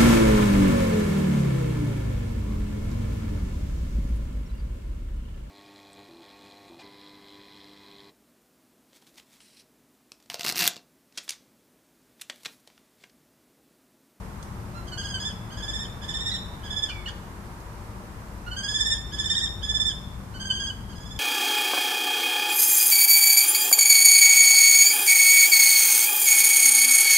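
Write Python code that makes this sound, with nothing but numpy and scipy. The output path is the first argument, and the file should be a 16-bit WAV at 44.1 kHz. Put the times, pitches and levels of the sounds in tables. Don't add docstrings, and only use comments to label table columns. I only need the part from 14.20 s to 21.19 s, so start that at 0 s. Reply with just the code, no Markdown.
import sys
import numpy as np
from scipy import signal
from scipy.fft import rfft, irfft, next_fast_len
from scipy.io import wavfile
from scipy.ndimage import map_coordinates

SR = 44100
rng = np.random.default_rng(int(sys.argv[2]) if len(sys.argv) > 2 else 0)


def store_pcm(level_fs):
    pcm = np.round(np.clip(level_fs, -1, 1) * 32767).astype(np.int16)
    wavfile.write(sys.argv[1], SR, np.atleast_2d(pcm).T)


N = 308259

# time in seconds, rumble level in dB, tyre roar level in dB.
TRAFFIC_RIDE = [(0, -37.5, -47), (0.8, -36.5, -46.5), (2, -37.5, -46), (3.2, -40.5, -47), (4.2, -39, -47.5),
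                (5, -38, -48), (6, -37.5, -49), (6.99, -37.5, -49.5)]
# frequency in Hz, gain in dB.
RUMBLE_EQ = [(15, -34), (26, -19), (42, -12), (62, -4.5), (80, -10), (100, -4), (125, -10.5), (165, -12.5),
             (205, -11), (260, -20), (400, -31.5), (900, -92)]
TYRE_EQ = [(120, -22), (290, 3.5), (420, 0), (520, -0.5), (720, -0.5), (950, 4), (1250, 0), (1700, -5),
           (2300, -10.5), (3500, -18.5), (7000, -32.5)]
HISS_EQ = [(800, 2.5), (2500, 0.5), (5000, 4.5), (9000, 2.5), (14500, -1.5)]
# centre in Hz, width in Hz, lift in dB.
BOOM_MODES = [(53.8, 2.6, 14), (77.3, 3.3, 9), (110.2, 3.2, 5.5), (189.8, 7.9, 4), (356.2, 5.7, 10),
              (458.4, 15, 6.5), (594, 7.8, 8.5)]
# frequency in Hz, left-right correlation (1 is mono).
BED_CORRELATION = [(30, 0.96), (120, 0.97), (300, 0.87), (600, 0.65), (1200, 0), (2500, 0), (12000, 0)]
# frequency in Hz, left minus right in dB.
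BED_PAN = [(30, 9), (80, 4.5), (170, 2.5), (350, 2.5), (700, -0.5), (1400, -1.5), (4000, 0), (12000, 0)]

# centre in Hz, width in Hz, lift in dB.
DUCT_CROSS_MODES = [(1564, 15, 6.5), (1886, 18, -1.5), (3010, 70, 6)]
# frequency in Hz, left minus right in dB, left phase lead in radians.
STANDING_WAVES = [(1520, -22, 0), (1720, 1, 5.5), (1495, 6, -1.37), (1940, -2.5, 2.48), (3090, -2.5, 6.5),
                  (3255, -0.5, 1), (3388, -9.5, 4), (3463, -3.5, -0.54), (4950, -4.5, 1.25), (4980, -5, 3),
                  (5660, 7.5, -3), (6360, 1, 2.5), (6550, 4, 3), (7300, 2, 0.6), (9350, -16, 1.5)]
# frequency in Hz, seconds to fall by 60 dB.
RING_DECAY = [(1000, 0.63), (3500, 0.63), (5500, 0.53), (7200, 0.45), (12000, 0.16)]
# frequency in Hz, gain in dB.
RING_EQ = [(1600, 1.5), (2400, 0.5), (3100, -6), (3620, 1.5), (3900, 4), (4800, -1.5), (5400, 5),
           (7100, -0.5), (9000, 12)]

# start in seconds, relative level in dB.
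CLAW_TICKS = [(0.2278, -27.5), (3.4044, -40)]
# frequency in Hz, gain in dB.
CLAW_EQ = [(500, -25), (2000, -10), (4000, 2), (8000, 2), (12000, -14)]

# frequency in Hz, gain in dB.
THROAT_EQ = [(4000, 7), (4700, 1), (5100, -0.5), (5500, -2.5), (6000, -7.5), (6500, -3), (7200, -1),
             (8100, -11.5), (9000, -18.5), (10300, -32), (12500, -31), (14500, -73)]
# start in seconds, length in seconds, pitch in Hz, second
# harmonic level in dB, fundamental and upper harmonics in dB against it (before EQ), jitter as a share.
CHIP_CUES = [(0.535, 0.098, 1380, -57, 11.5, -4, 0.01), (0.67, 0.032, 1618, -45, -10, -4, 0.022),
             (0.718, 0.045, 1486, -43, -3, -3, 0.0086), (2.114, 0.027, 1960, -26, -10, -14, 0.014),
             (2.137, 0.0359, 1821, -26.5, -14, -9, 0.015), (2.689, 0.03, 1506, -34, -7, -10.5, 0.029),
             (2.857, 0.033, 1474, -33.5, -21, -16.5, 0.017), (2.872, 0.015, 1820, -41.5, 7.5, -10, 0.016),
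             (2.88, 0.025, 1600, -34.5, -8, -9.5, 0.019), (4.262, 0.047, 1436, -45.5, 5.5, -12.5, 0.012),
             (4.312, 0.047, 1484, -39, -3, -10, 0.0091), (6.3, 0.024, 1534, -22.5, -15, -12, 0.0019)]
# start, end and syllable period in seconds, first and last pitch in Hz, syllable sag
# as a share of pitch, dip between syllables in dB, final second harmonic level in dB, swell up to it
# in dB, fundamental and upper harmonics in dB against that level (before EQ), jitter as a share.
TRILL_CUES = [(0.787, 0.94, 0.049, 1602, 1646, 0.071, -14.5, -33, 1.9, -5.5, -4, 0.0052),
              (0.949, 1.116, 0.049, 1548, 1737, 0.044, -12, -31.5, 1.5, -10, -7.5, 0.0047),
              (1.313, 1.659, 0.055, 1600, 1785, 0.066, -9.5, -32.5, 13.5, -8, -6.5, 0.006),
              (1.823, 2.119, 0.058, 1714, 1829, 0.064, -14.5, -27.5, 13.4, -12, -8.5, 0.01),
              (2.442, 2.674, 0.06, 1671, 1730, 0.036, -15, -26.5, 12.4, -12.5, -12, 0.0067),
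              (4.376, 4.755, 0.0545, 1592, 1794, 0.0302, -10.5, -23, 10.6, -9, -5, 0.0035),
              (4.929, 5.276, 0.056, 1707, 1824, 0.092, -15, -23, 11.1, -12, -7, 0.0049),
              (5.434, 5.720, 0.054, 1716, 1765, 0.04, -13.5, -24.5, 4.3, -13, -10, 0.0033),
              (6.146, 6.299, 0.0525, 1519, 1597, 0.043, -12.5, -34.5, 14.3, -5.5, -4, 0.0047),
              (6.324, 6.513, 0.07, 1591, 1629, 0.014, -4.5, -29.5, 0.37, -10, -9, 0.0029),
              (6.697, 6.985, 0.052, 1618, 1727, 0.039, -10, -43.5, 7.1, -8.5, -5.5, 0.0044)]


def amp(db):
    return 10 ** (np.asarray(db) / 20)


def unit(x):
    return x / np.sqrt(np.mean(x ** 2) + 1e-20)


def along(points, hz):
    freqs, values = np.transpose(points)
    return np.interp(np.log(hz + 1), np.log(freqs + 1), values)


def lift(resonances, hz):
    return sum(db / (1 + (2 * (hz - centre) / width) ** 2) for centre, width, db in resonances)


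def wobble(rate):
    knots = rng.standard_normal(N // 4)
    at = np.arange(N) * rate / SR
    return map_coordinates(knots[:int(at[-1]) + 4], [at])


def filtered(x, response):
    size = next_fast_len(N + SR // 2)
    return irfft(rfft(x, size) * response(np.fft.rfftfreq(size, 1 / SR)), size)[..., :N]


def pan(db):
    pair = np.array([amp(db / 2), amp(-db / 2)])
    return pair / np.sqrt(np.mean(pair ** 2, axis=0))


def noise_bed(eq):
    def colour(hz):
        width = np.arccos(np.clip(along(BED_CORRELATION, hz), -1, 1)) / 2
        return amp(along(eq, hz) + lift(BOOM_MODES, hz)) * [np.cos(width), np.sin(width)]
    mid, side = filtered(rng.standard_normal((2, N)), colour)
    pair = filtered(np.array([mid + side, mid - side]), lambda hz: pan(along(BED_PAN, hz)))
    return pair / np.std(pair.mean(axis=0))


def town(drone_hz=33, drone_db=-50, hiss_db=-58):
    t = np.arange(N) / SR
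    times, rumble_db, tyre_db = np.transpose(TRAFFIC_RIDE)
    drone = unit(np.sin(2 * np.pi * drone_hz * t + 0.078 * wobble(1.85))) * pan(2.6)[:, None]
    rumble = amp(np.interp(t, times, rumble_db)) * noise_bed(RUMBLE_EQ)
    tyres = amp(np.interp(t, times, tyre_db)) * noise_bed(TYRE_EQ)
    return rumble + tyres + amp(drone_db) * drone + amp(hiss_db) * noise_bed(HISS_EQ)


def reverb(x, t60_points):
    hz, t, spectrum = signal.stft(rng.standard_normal((2, SR)), SR, nperseg=256)
    decay = amp(-60 * t / along(t60_points, hz)[:, None])
    tail = signal.istft(spectrum * decay, SR, nperseg=256)[1]
    return signal.fftconvolve(x[None], tail / np.linalg.norm(tail[0]), axes=1)[:, :N]


def duct(x, left_lag_s=0.00033, direct_db=-3.5, walls_db=-6, walls_t60=0.1, ring_db=-12):
    mode_hz, pan_db, lead = np.transpose(STANDING_WAVES)

    def phase_split(hz):
        angle = np.interp(hz, mode_hz, lead) - 2 * np.pi * hz * left_lag_s
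        return np.exp(.5j * angle * np.array([[1], [-1]]))
    coloured = filtered(x, lambda hz: amp(lift(DUCT_CROSS_MODES, hz)))
    direct = amp(direct_db) * filtered(coloured, phase_split)
    walls = amp(walls_db) * reverb(coloured, [(1000, walls_t60)])
    near = filtered(direct + walls, lambda hz: pan(np.interp(hz, mode_hz, pan_db)))
    ring_send = filtered(coloured, lambda hz: amp(ring_db + along(RING_EQ, hz)))
    return near + reverb(ring_send, RING_DECAY)


def claws(t60=0.011, trim_db=-3):
    ticks, t = np.zeros(N), np.arange(SR // 20) / SR
    for start, db in CLAW_TICKS:
        envelope = amp(db + trim_db - 60 * t / t60)
        ticks[round(start * SR):][:len(t)] += envelope * rng.standard_normal(len(t))
    return filtered(ticks, lambda hz: amp(along(CLAW_EQ, hz)))


def whistle(start_s=2.7, length_s=0.16, ramp_s=0.0039, first_hz=2424, last_hz=2134, jitter=0.021,
            level_db=-39, fade_db=13.5, octave_db=-17):
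    t = np.arange(N) / SR - start_s
    progress = np.clip(t / length_s, 0, 1)
    hz = first_hz + (last_hz - first_hz) * progress
    phase = 2 * np.pi * np.cumsum(hz * (1 + jitter * wobble(500))) / SR
    tone = np.sqrt(2) * (np.sin(phase) + amp(octave_db) * np.sin(2 * phase))
    gate = np.clip(np.minimum(t, length_s - t) / ramp_s, 0, 1)
    return gate * amp(level_db - fade_db * progress) * tone


def syllables(chip_sag=0.024, chip_dip_db=-8.5, early_s=0.011, pitch_ease=1.636, level_ease=2.3):
    rows = [(start, length, hz, chip_sag, chip_dip_db, db, db + root_db, db + upper_db, jitter)
            for start, length, hz, db, root_db, upper_db, jitter in CHIP_CUES]
    for (start, end, period, first_hz, last_hz, sag, dip_db,
         final_db, swell_db, root_db, upper_db, jitter) in TRILL_CUES:
        count = round((end - start) / period)
        edges = np.r_[start - early_s, start + period * np.arange(1, count), end]
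        for onset, length, slack in zip(edges, np.diff(edges), np.linspace(1, 0, count)):
            hz = last_hz - (last_hz - first_hz) * slack ** pitch_ease
            fall = sag * np.exp(0.29 * rng.standard_normal())
            db = final_db + 0.77 * rng.standard_normal()
            held_db = swell_db * slack ** level_ease
            levels = db - held_db, db + root_db - 0.38 * held_db, db + upper_db - 0.87 * held_db
            gap_db = dip_db * (1 - 0.19 * (1 - slack))
            rows.append((onset, length, hz, fall, gap_db, *levels, jitter * (1 + 1.39 * slack)))
    return sorted(rows)


def kestrel(attack_s=0.0089, overlap_s=0.007, rasp=0.68, fuzz=0.058,
            hold=0.514, bottom=0.935, glide=0.235, opening_glide=0.374,
            overshoot=0.019, opening_drop=0.1687, closing_drop=0.052,
            flutter_db=1.7, dull_db=-6, closing_db=-9):
    body, edge = np.zeros((2, N + SR))
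    tremor = wobble(260) + rasp * wobble(1300)
    notes = syllables()
    starts, lengths, pitches, falls = np.transpose(notes)[:4]
    paused = starts[1:] - starts[:-1] - lengths[:-1] > .05
    opens, closes = np.r_[True, paused], np.r_[paused, True]
    harmonics = np.arange(3, 9)[:, None]
    fray = 1 + fuzz * np.array([wobble(520) + 1j * wobble(570) for _ in harmonics])
    from_hz = np.where(opens, pitches * (1 - opening_drop), np.roll(pitches * (1 - falls), 1))
    for i, (start, length, pitch_hz, fall, dip_db, second_db, root_db, upper_db,
            jitter) in enumerate(notes):
        t = np.arange(int((length + overlap_s) * SR)) / SR
        span = round((start - overlap_s / 2) * SR) + np.arange(len(t))
        scoop = np.clip(1 - t / length / (opening_glide if opens[i] else glide), 0, 1) ** 2
        spent = np.clip((t / length - hold) / (1 - hold), 0, 1)
        sag = np.sin(np.pi / 2 * np.minimum(spent / (1 if closes[i] else bottom), 1)) ** 2
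        dive = closes[i] * spent ** 2
        crest = overshoot * np.clip(1 - t / (hold * length), 0, 1)
        arch = 1 + crest - fall * sag - closing_drop * dive
        hz = scoop * from_hz[i] + (1 - scoop) * pitch_hz * arch
        uneven = jitter * tremor.take(span, mode="clip") * (1 + sag + 2 * dive)
        phase = 2 * np.pi * np.cumsum(hz * (1 + uneven)) / SR
        gate = np.clip(t / attack_s, 0, 1) * np.clip((t[-1] - t) / overlap_s, 0, 1)
        push = np.sqrt(2) * gate * amp(dip_db * (sag + opens[i] * scoop))
        body[span] += push * (amp(root_db) * np.sin(phase) + amp(second_db) * np.sin(2 * phase))
        upper = np.sum(fray.take(span, axis=1, mode="clip") * np.exp(1j * harmonics * phase), axis=0)
        edge[span] += push * amp(upper_db + dull_db * scoop + closing_db * dive) * upper.imag
    voice = body[:N] + filtered(edge[:N], lambda hz: amp(along(THROAT_EQ, hz)))
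    return voice * amp(flutter_db * wobble(180))


def scene():
    return duct(kestrel() + whistle() + claws()) + town()


def record(dry, cutoff_hz=14650):
    return filtered(dry, lambda hz: hz < cutoff_hz)


dry = scene()
out = record(dry)
store_pcm(out)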